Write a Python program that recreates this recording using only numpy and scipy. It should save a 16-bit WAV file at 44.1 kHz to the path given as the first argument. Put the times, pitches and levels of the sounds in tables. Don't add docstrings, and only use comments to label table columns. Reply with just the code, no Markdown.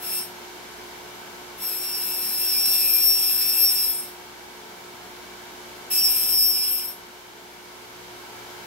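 import sys
import numpy as np
from scipy import signal
from scipy.fft import rfft, irfft
from scipy.io import wavfile
from scipy.ndimage import uniform_filter1d, map_coordinates

SR = 44100
rng = np.random.default_rng(int(sys.argv[2]) if len(sys.argv) > 2 else 0)


def store_wav(level_fs):
    pcm = np.round(np.clip(np.atleast_2d(level_fs), -1, 1) * 32767)
    wavfile.write(sys.argv[1], SR, pcm.T.astype(np.int16))


N = 381906
TIME = np.arange(N) / SR
WHEEL_HZ, TOP_HZ = 59.755, 15790
HEAVY_FROM_S = 5.9
FLUTTER_DB, FLUTTER_PER_S = 1.7, 26

# time in seconds, relative level in dB.
BACKGROUND_LEVEL = [(0.0, -47.5), (2.65, -48), (4.38, -49.5), (6.34, -47.5), (6.42, -51.5), (6.51, -49.5),
                    (7.34, -51.5), (8.5, -47.5)]
# frequency in Hz, relative level in dB.
WHIRR_LOW_COLOUR = [(22, -20), (33, -4), (48, -17), (95, -9), (150, -5.5), (190, 1), (245, 3.5), (285, 0),
                    (430, 4), (560, 0), (715, 4.5), (800, 3.5), (920, 7.5), (1060, 2), (1250, -2),
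                    (1530, 4), (1850, -3)]
WHIRR_HIGH_COLOUR = [(2180, 0.5), (2310, 4), (2390, -5), (2900, -2.5), (3040, -1), (3250, -3), (5000, -5.5),
                     (7100, -8.5), (7600, -11), (10000, -13.5), (12700, -9.5), (14200, -16), (15700, -13.5)]
# frequency in Hz, likeness (1 means the same).
WHIRR_LIKENESS = [(60, 0.86), (290, 0.72), (640, 0.25), (1410, -0.049), (3100, 0.12), (6800, -0.081),
                  (15000, 0.022)]
# pitch in Hz, relative level in dB, left minus right in dB,
# left phase lead in radians.
MOTOR_TONES = [(358.7, -49.5, -2.5, .5), (95, -73, 0, .2), (186, -66, -1, .2), (430.7, -61, 0, .3),
               (717.3, -61.5, 1, .8), (877.5, -63.5, 0, .5), (917, -64, 2, .5), (961, -63, 2, .8),
               (1077, -63.5, -5, .5), (1195, -66.5, 0, .5), (1318, -60, 4, 1.0), (1532, -65.5, 3, 1.0),
               (2304, -68, 0, 1.0), (3042, -70, 0, 1.0)]
# start, length, bite time, deepening time and run-out time in seconds,
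# depth in dB before and after deepening, easing in dB per second.
DIAMOND_PASSES = [(-.045, .36, .16, .2, .19, -36.5, -35.5, 5), (1.56, 2.585, .08, 1.14, .41, -39, -32, 1.2),
                  (5.897, 1.1, .016, .1, .28, -30.3, -30.8, 8)]
# frequency in Hz, relative dB.
BODY_COLOUR = [(130, -34), (215, 2), (450, -71), (760, 0), (1150, -17.5), (1300, -7), (1420, -16),
               (1700, -3.5)]
HISS_COLOUR = [(2050, -13), (2380, -3.5), (2560, 1), (2680, 0.5), (2950, -9.5), (3150, -7.5), (3400, -2),
               (3750, -3.5), (4250, -4.5), (4780, -13), (5030, 2.5), (5210, 12), (5380, 5.5), (5570, 15),
               (5690, -2.5), (5790, -13), (6050, -14), (6450, -8), (7350, -10.5), (7850, -2), (8350, 0.5),
               (8750, -1.5), (9400, 1.5), (9750, 3), (10150, 2.5), (10650, 6.5), (11500, 3), (12050, 1),
               (12600, 9.5), (13350, 8.5), (13750, -3), (14400, -7), (15650, 7)]
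# frequency in Hz, left minus right in dB.
SCRAPE_BALANCE = [(2500, .5), (8000, -1), (11500, -1), (12800, 6), (13600, 5), (14700, -2), (15600, 3)]
CHOKED_BAND = [1000, 4850]
BUZZ_BAND = [4850, 5750]
# frequency in Hz, seconds to fade by 60 dB.
ROOM_DECAY = [(300, 0.087), (3000, 0.063), (8000, 0.13), (15000, 0.063)]
# frequency in Hz, relative level in dB.
RASP_COLOUR = [(1900, -25), (2400, 8), (2520, 6), (2680, 12), (2900, 14), (3100, 13.5), (3230, 8),
               (3440, 16), (3620, -18), (4600, -45)]
WHEEL_MODE_HZ = [5139.3, 5497, 8544.5, 9023.5, 12488.5, 13086.5]
# width in Hz, left minus right in dB, left phase lead in radians.
WHEEL_MODE_SHAPES = [(24, -4.5, 2.05), (18, 1.5, 1.1), (32, -1, 2.0), (26, 1.5, 2.35), (30, 6, -1.3),
                     (28, 6, 2.1)]
# relative level in dB, extra dB of ring per dB of depth,
# levels of the noisy twin and of the side tone in dB against the main tone.
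WHEEL_MODE_DRIVE = [(0, .55, -19, -14), (-.3, 1.0, -22, -15), (-3.7, .45, -12, -10), (-.7, .6, -13, -10),
                    (-1, .14, -7.5, -13), (1.8, .6, -10, -16)]
# middle and length in seconds, rise in dB, pitch in Hz.
CUT_SQUEALS = [(0.182, .3, 8.5, 8930), (.14, 0.14, -3, 13100), (0.235, 0.074, 11, 5640),
               (0.06, 0.077, 12, 5400), (.12, .2, 0, 2700), (1.626, 0.14, 19, 5400),
               (1.66, 0.092, 10, 8850), (1.667, 0.16, 8.5, 12700), (1.867, 0.19, 8, 5590),
               (1.952, 0.08, 9.5, 5300), (2.36, 0.064, 2, 5100), (2.44, .1, 5, 8700),
               (2.48, 0.056, 8.5, 5500), (2.56, 0.11, 5.5, 5100), (2.576, 0.072, 15, 2390),
               (2.648, 0.17, 9.5, 5460), (2.687, 0.09, 3, 8850), (2.8, .09, -4, 5400), (2.79, .08, 7, 2390),
               (2.83, .1, 1, 13150), (2.873, 0.076, 9, 2390), (2.96, 0.14, 19, 2390),
               (2.952, 0.16, 10, 2630), (2.934, .1, 6, 13000), (2.96, 0.2, 8, 12050),
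               (3.112, 0.18, 10.5, 5540), (3.094, 0.12, 6, 13150), (3.25, .07, 9, 2390),
               (3.277, 0.081, 3, 5060), (3.417, 0.052, 3.5, 5100), (3.3, 0.099, 7, 2600),
               (3.46, .09, 11, 2390), (3.467, 0.16, 2, 5460), (3.4, .5, 2, 3360), (3.624, .09, 9, 2390),
               (3.628, 0.097, 13, 12270), (3.674, 0.088, 18, 5345), (3.725, 0.084, 9.5, 8740),
               (3.84, 0.14, 4, 5200), (3.893, 0.076, 10.5, 13200), (4.01, 0.18, 14, 8850),
               (5.967, .1, 4, 8700), (6.026, .1, 12.5, 5380), (6.055, 0.049, 6.5, 5040),
               (6.12, .16, 6, 2380), (6.358, 0.098, 6.5, 5370), (6.4, 0.12, 7, 8700),
               (6.425, 0.064, 11, 5030), (6.422, .1, 7, 2390), (6.448, 0.18, 10.5, 13140),
               (6.473, 0.093, 13.5, 5590), (6.592, 0.22, 13.5, 4980), (6.6, 0.12, 11.5, 2390),
               (6.73, .09, 12, 13200), (6.7, 0.13, 4, 8840), (6.897, 0.15, 12, 12850), (6.9, .1, 7, 5530),
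               (6.914, 0.11, 11, 8800)]
# middle and length in seconds, dB change, pitch in Hz.
GRIP_BREAKS = [(.1, .2, -3, 5140), (1.74, .07, -9, 5500), (1.825, .06, -11, 5100), (1.88, 0.16, -11, 12500),
               (2.09, .08, -6, 5140), (2.21, .07, -7, 5140), (2.3, .05, -9, 5140), (2.49, .06, -4, 5100),
               (2.51, .03, -9, 12500), (2.57, .04, -5, 5530), (2.62, .03, -6, 5140),
               (2.718, 0.045, -12, 5100), (2.88, .06, -5, 5500), (2.98, 0.13, -6, 5100),
               (3.21, .04, -6, 5140), (3.33, .09, -8, 5380), (3.46, .04, -9, 5120),
               (3.565, .045, -10, 5320), (3.73, 0.04, -14, 5300), (3.95, .06, -6, 5500),
               (6.2, 0.13, -10, 5320), (6.24, .06, -9, 8780), (6.72, .05, -8, 5140)]
# pitch in Hz, relative level in dB, left minus right in dB.
UPPER_HOLDER_MODES = [(2570, -26, 0), (2629.2, -22, 1), (2689, -21.5, 3), (2808.5, -24, 4),
                      (3286.5, -25, -4), (3406, -24, -2), (3525.5, -30, 3), (4541.4, -26, -1)]


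def amp(db):
    return 10 ** (np.asarray(db) / 20)


def unit_level(x):
    return x / np.sqrt(np.mean(abs(x) ** 2) + 1e-20)


def look_up(points, hz):
    row_hz, value = np.transpose(points)
    return np.interp(np.log(hz + 1), np.log(row_hz + 1), value)


def drift(rate_hz):
    hz = np.fft.rfftfreq(N, 1 / SR)
    return unit_level(irfft(rfft(rng.standard_normal(N)) * np.exp(-(hz / rate_hz) ** 2), N))


def stereo(wave, side_db, lead):
    left = amp(side_db / 2) * wave * np.exp(1j * lead)
    right = amp(-side_db / 2) * wave
    return np.sqrt(2) * np.array([left, right]).real


def rim_roughness(memory, spread_db, spots=738):
    turns = TIME * WHEEL_HZ
    shape = (int(turns[-1]) + 2, spots)
    rim = rng.standard_normal(shape) * amp(spread_db * rng.standard_normal(shape))
    rim = signal.lfilter([np.sqrt(1 - memory ** 2)], [1, -memory], rim, axis=0, zi=memory * rim[-1:])[0]
    return unit_level(map_coordinates(rim.ravel(), [turns * spots], order=3))


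def spindle_whirr(level_db=7.0):
    hz = np.fft.rfftfreq(N, 1 / SR)
    left, other = (rfft(rim_roughness(memory=0.17, spread_db=1.5)) for _ in range(2))
    likeness = look_up(WHIRR_LIKENESS, hz)
    right = likeness * left + np.sqrt(1 - likeness ** 2) * other
    colour = amp(look_up(WHIRR_LOW_COLOUR + WHIRR_HIGH_COLOUR, hz))
    return unit_level(irfft(np.array([left, right]) * colour, N)) * amp(level_db)


def motor_hum(cut, tones_db=-1.4, wobble=0.26, rise_at_s=7.7, rise_s=0.09, rise_db=5.5, dip_db=-6):
    out = np.zeros((2, N))
    wanders = np.array([drift(5.5) for _ in range(4)])
    for k, (hz, db, side_db, lead) in enumerate(MOTOR_TONES):
        waver, slip = (unit_level(rng.standard_normal(len(wanders)) @ wanders) for _ in range(2))
        waver_db = 2.5 if k else 1.0
        phase = 2 * np.pi * (hz * TIME + rng.random()) + wobble * hz / MOTOR_TONES[0][0] * slip
        out += stereo(amp(tones_db + db + waver_db * waver) * np.exp(1j * phase), side_db, lead)
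    risen = np.clip((TIME - rise_at_s) / rise_s, 0, 1)
    shake_db = -65.5 + 2.2 * wanders[0]
    magnetic_db = -67 + wanders[1] + rise_db * risen
    thinning_db = dip_db * (cut / cut.max()) ** 2
    for per_turn, db in [(1, shake_db), (2, magnetic_db)]:
        tone = np.exp(2j * np.pi * (per_turn * WHEEL_HZ * TIME + rng.random()))
        out += stereo(amp(db + thinning_db) * tone, side_db=1.0, lead=0.76)
    return out


def depth_of_cut(bite_power=1.17, run_out_db=-27):
    cut = np.zeros(N)
    for start, length, bite, deepening, run_out, first_db, later_db, easing in DIAMOND_PASSES:
        t = TIME - start
        biting = np.clip(t / bite, 0, 1) ** bite_power
        deeper = np.clip(t / deepening, 0, 1) ** 2
        leaving = np.maximum(1 + (t - length) / run_out, 0) ** 2
        db = first_db + (later_db - first_db) * deeper - easing * np.maximum(t - deepening, 0)
        cut += biting * amp(db + run_out_db * leaving)
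    return cut


def diamond_scrape(grits, chips, cut, level_db=7.0, chip_gain=.55, choke_db=-4.5, buzz_growth=.4):
    hz = np.fft.rfftfreq(N, 1 / SR)
    gaps = 1 - sum(np.exp(-((hz - mode_hz) / 22) ** 2) for mode_hz in WHEEL_MODE_HZ)
    colour = amp(look_up(BODY_COLOUR + HISS_COLOUR, hz)) * gaps * (hz < TOP_HZ)
    hiss = unit_level(irfft(rfft(grits + chip_gain * chips) * colour, N))
    choked = irfft(rfft(hiss) * (hz > CHOKED_BAND[0]) * (hz < CHOKED_BAND[1]), N)
    hiss = hiss - choked + choked * amp(choke_db * (TIME > HEAVY_FROM_S))
    buzz = irfft(rfft(hiss) * (hz > BUZZ_BAND[0]) * (hz < BUZZ_BAND[1]), N)
    hiss = hiss - buzz + buzz * (cut / cut.max()) ** buzz_growth
    flutter_db = .8 * drift(29)
    heard = room_echo(hiss * cut * amp(level_db + flutter_db), wet_db=5.5)
    side_db = look_up(SCRAPE_BALANCE, hz) / 2
    return irfft(rfft(heard) * amp([side_db, -side_db]), N)


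def room_echo(x, wet_db, size=16384, echoes_per_s=3000):
    echoes = rng.standard_normal((2, size)) * (rng.random((2, size)) < echoes_per_s / SR)
    hz, t, spectrum = signal.stft(echoes, SR, nperseg=256)
    fade = amp(-60 * t / look_up(ROOM_DECAY, hz)[:, None])
    tail = signal.istft(spectrum * fade, SR, nperseg=256)[1]
    response = amp(wet_db) * tail / np.linalg.norm(tail, axis=1, keepdims=True)
    response[[0, 1], [0, 2]] += 1
    return signal.fftconvolve(x[None], response, axes=1)[:, :N] / np.sqrt(1 + amp(wet_db) ** 2)


def grit_rasp(chips, cut, level_db=-19.5, heavy_db=9.5, growth_db_per_s=4.5):
    colour = amp(look_up(RASP_COLOUR, np.fft.rfftfreq(N, 1 / SR)))
    rattle = unit_level(irfft(rfft(chips) * colour, N))
    clumps = unit_level(amp(4 * drift(70)))
    extra_db = (TIME > HEAVY_FROM_S) * (heavy_db + growth_db_per_s * (TIME - HEAVY_FROM_S))
    return room_echo(rattle * clumps * cut * amp(level_db + extra_db), wet_db=8.0)


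def singing_mode(roughness, hz, width_hz, settle_s=0.16, skirt_hz=200):
    tone = np.exp(2j * np.pi * hz * TIME)
    swing = roughness / tone
    for keep in np.exp(-np.pi * np.array([width_hz, skirt_hz]) / SR):
        swing = signal.lfilter([1 - keep], [1, -keep], swing)
    power = uniform_filter1d(abs(swing) ** 2, int(settle_s * SR))
    return tone * swing / np.sqrt(power + 1e-12)


def squeal_gain(hz, wander_db, wander_per_s=11):
    t = np.linspace(0, TIME[-1], 1000)
    wander_times = np.arange(200) / wander_per_s
    db = wander_db * np.interp(t, wander_times, rng.standard_normal(len(wander_times)))
    for middle, length, change_db, pitch in CUT_SQUEALS + GRIP_BREAKS:
        off_pitch = np.log2(hz / pitch) / 0.066
        db += change_db * np.exp(-(2 * (t - middle) / length) ** 2 - off_pitch ** 2)
    return np.interp(TIME, t, amp(db))


def wheel_ring(grits, chips, cut, level_db=5.0, build_s=0.13):
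    out = np.zeros((2, N))
    keep = np.exp(-1 / (build_s * SR))
    built_up = signal.lfilter([1 - keep], [1, -keep], cut / cut.max()) + 1e-9
    for hz, drive, (width, side_db, lead) in zip(WHEEL_MODE_HZ, WHEEL_MODE_DRIVE, WHEEL_MODE_SHAPES):
        db, growth, twin_db, side_tone_db = drive
        tone = singing_mode(grits, hz, width, settle_s=.05, skirt_hz=25)
        tone *= squeal_gain(hz, FLUTTER_DB, FLUTTER_PER_S)
        side_tone = amp(side_tone_db) * singing_mode(grits, hz + WHEEL_HZ, width, skirt_hz=40)
        twin = amp(twin_db) * stereo(singing_mode(chips, hz, width), side_db, lead + np.pi)
        out += (stereo(tone + side_tone, side_db, lead) + twin) * amp(db) * built_up ** growth
    return amp(level_db) * cut * out


def holder_ring(grits, cut, lowest_hz=2390.2, lowest_db=-24.0, choke_db=-4, width_hz=14, lead=0.4):
    upper = np.zeros((2, N))
    for hz, db, side_db in UPPER_HOLDER_MODES:
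        tone = singing_mode(grits, hz, width_hz, settle_s=0.5) * squeal_gain(hz, wander_db=6.0)
        upper += stereo(amp(db) * tone, side_db, lead)
    upper *= amp(choke_db * (TIME > HEAVY_FROM_S))
    lowest = stereo(singing_mode(grits, lowest_hz, width_hz, settle_s=.05, skirt_hz=60), 0, lead)
    lowest *= squeal_gain(lowest_hz, FLUTTER_DB, FLUTTER_PER_S)
    return cut * (upper + amp(lowest_db) * lowest)


def scene():
    grits = rim_roughness(memory=0.73, spread_db=5.0)
    chips = rim_roughness(memory=0, spread_db=7.0)
    cut = depth_of_cut()
    heard_gain = amp(np.interp(TIME, *np.transpose(BACKGROUND_LEVEL)))
    background = heard_gain * spindle_whirr() + heard_gain / heard_gain.mean() * motor_hum(cut)
    scraping = diamond_scrape(grits, chips, cut) + grit_rasp(chips, cut)
    ringing = wheel_ring(grits, chips, cut) + holder_ring(grits, cut)
    return background + scraping + ringing


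def record(dry, threshold_db=-30, squeeze=0.091, recover_db_per_s=11.0):
    power_db = 10 * np.log10(abs(uniform_filter1d((dry ** 2).mean(0), 3000)) + 1e-12)
    fall = TIME * recover_db_per_s / squeeze
    held_db = np.maximum.accumulate(power_db + fall) - fall
    over_db = np.maximum(held_db - threshold_db, 0)
    ducked = dry / amp(squeeze * uniform_filter1d(over_db, 400))
    low_pass = signal.firwin(1023, TOP_HZ, window=("kaiser", 8), fs=SR)
    return signal.oaconvolve(ducked, low_pass[None], "same")


dry = scene()
out = record(dry)
store_wav(out)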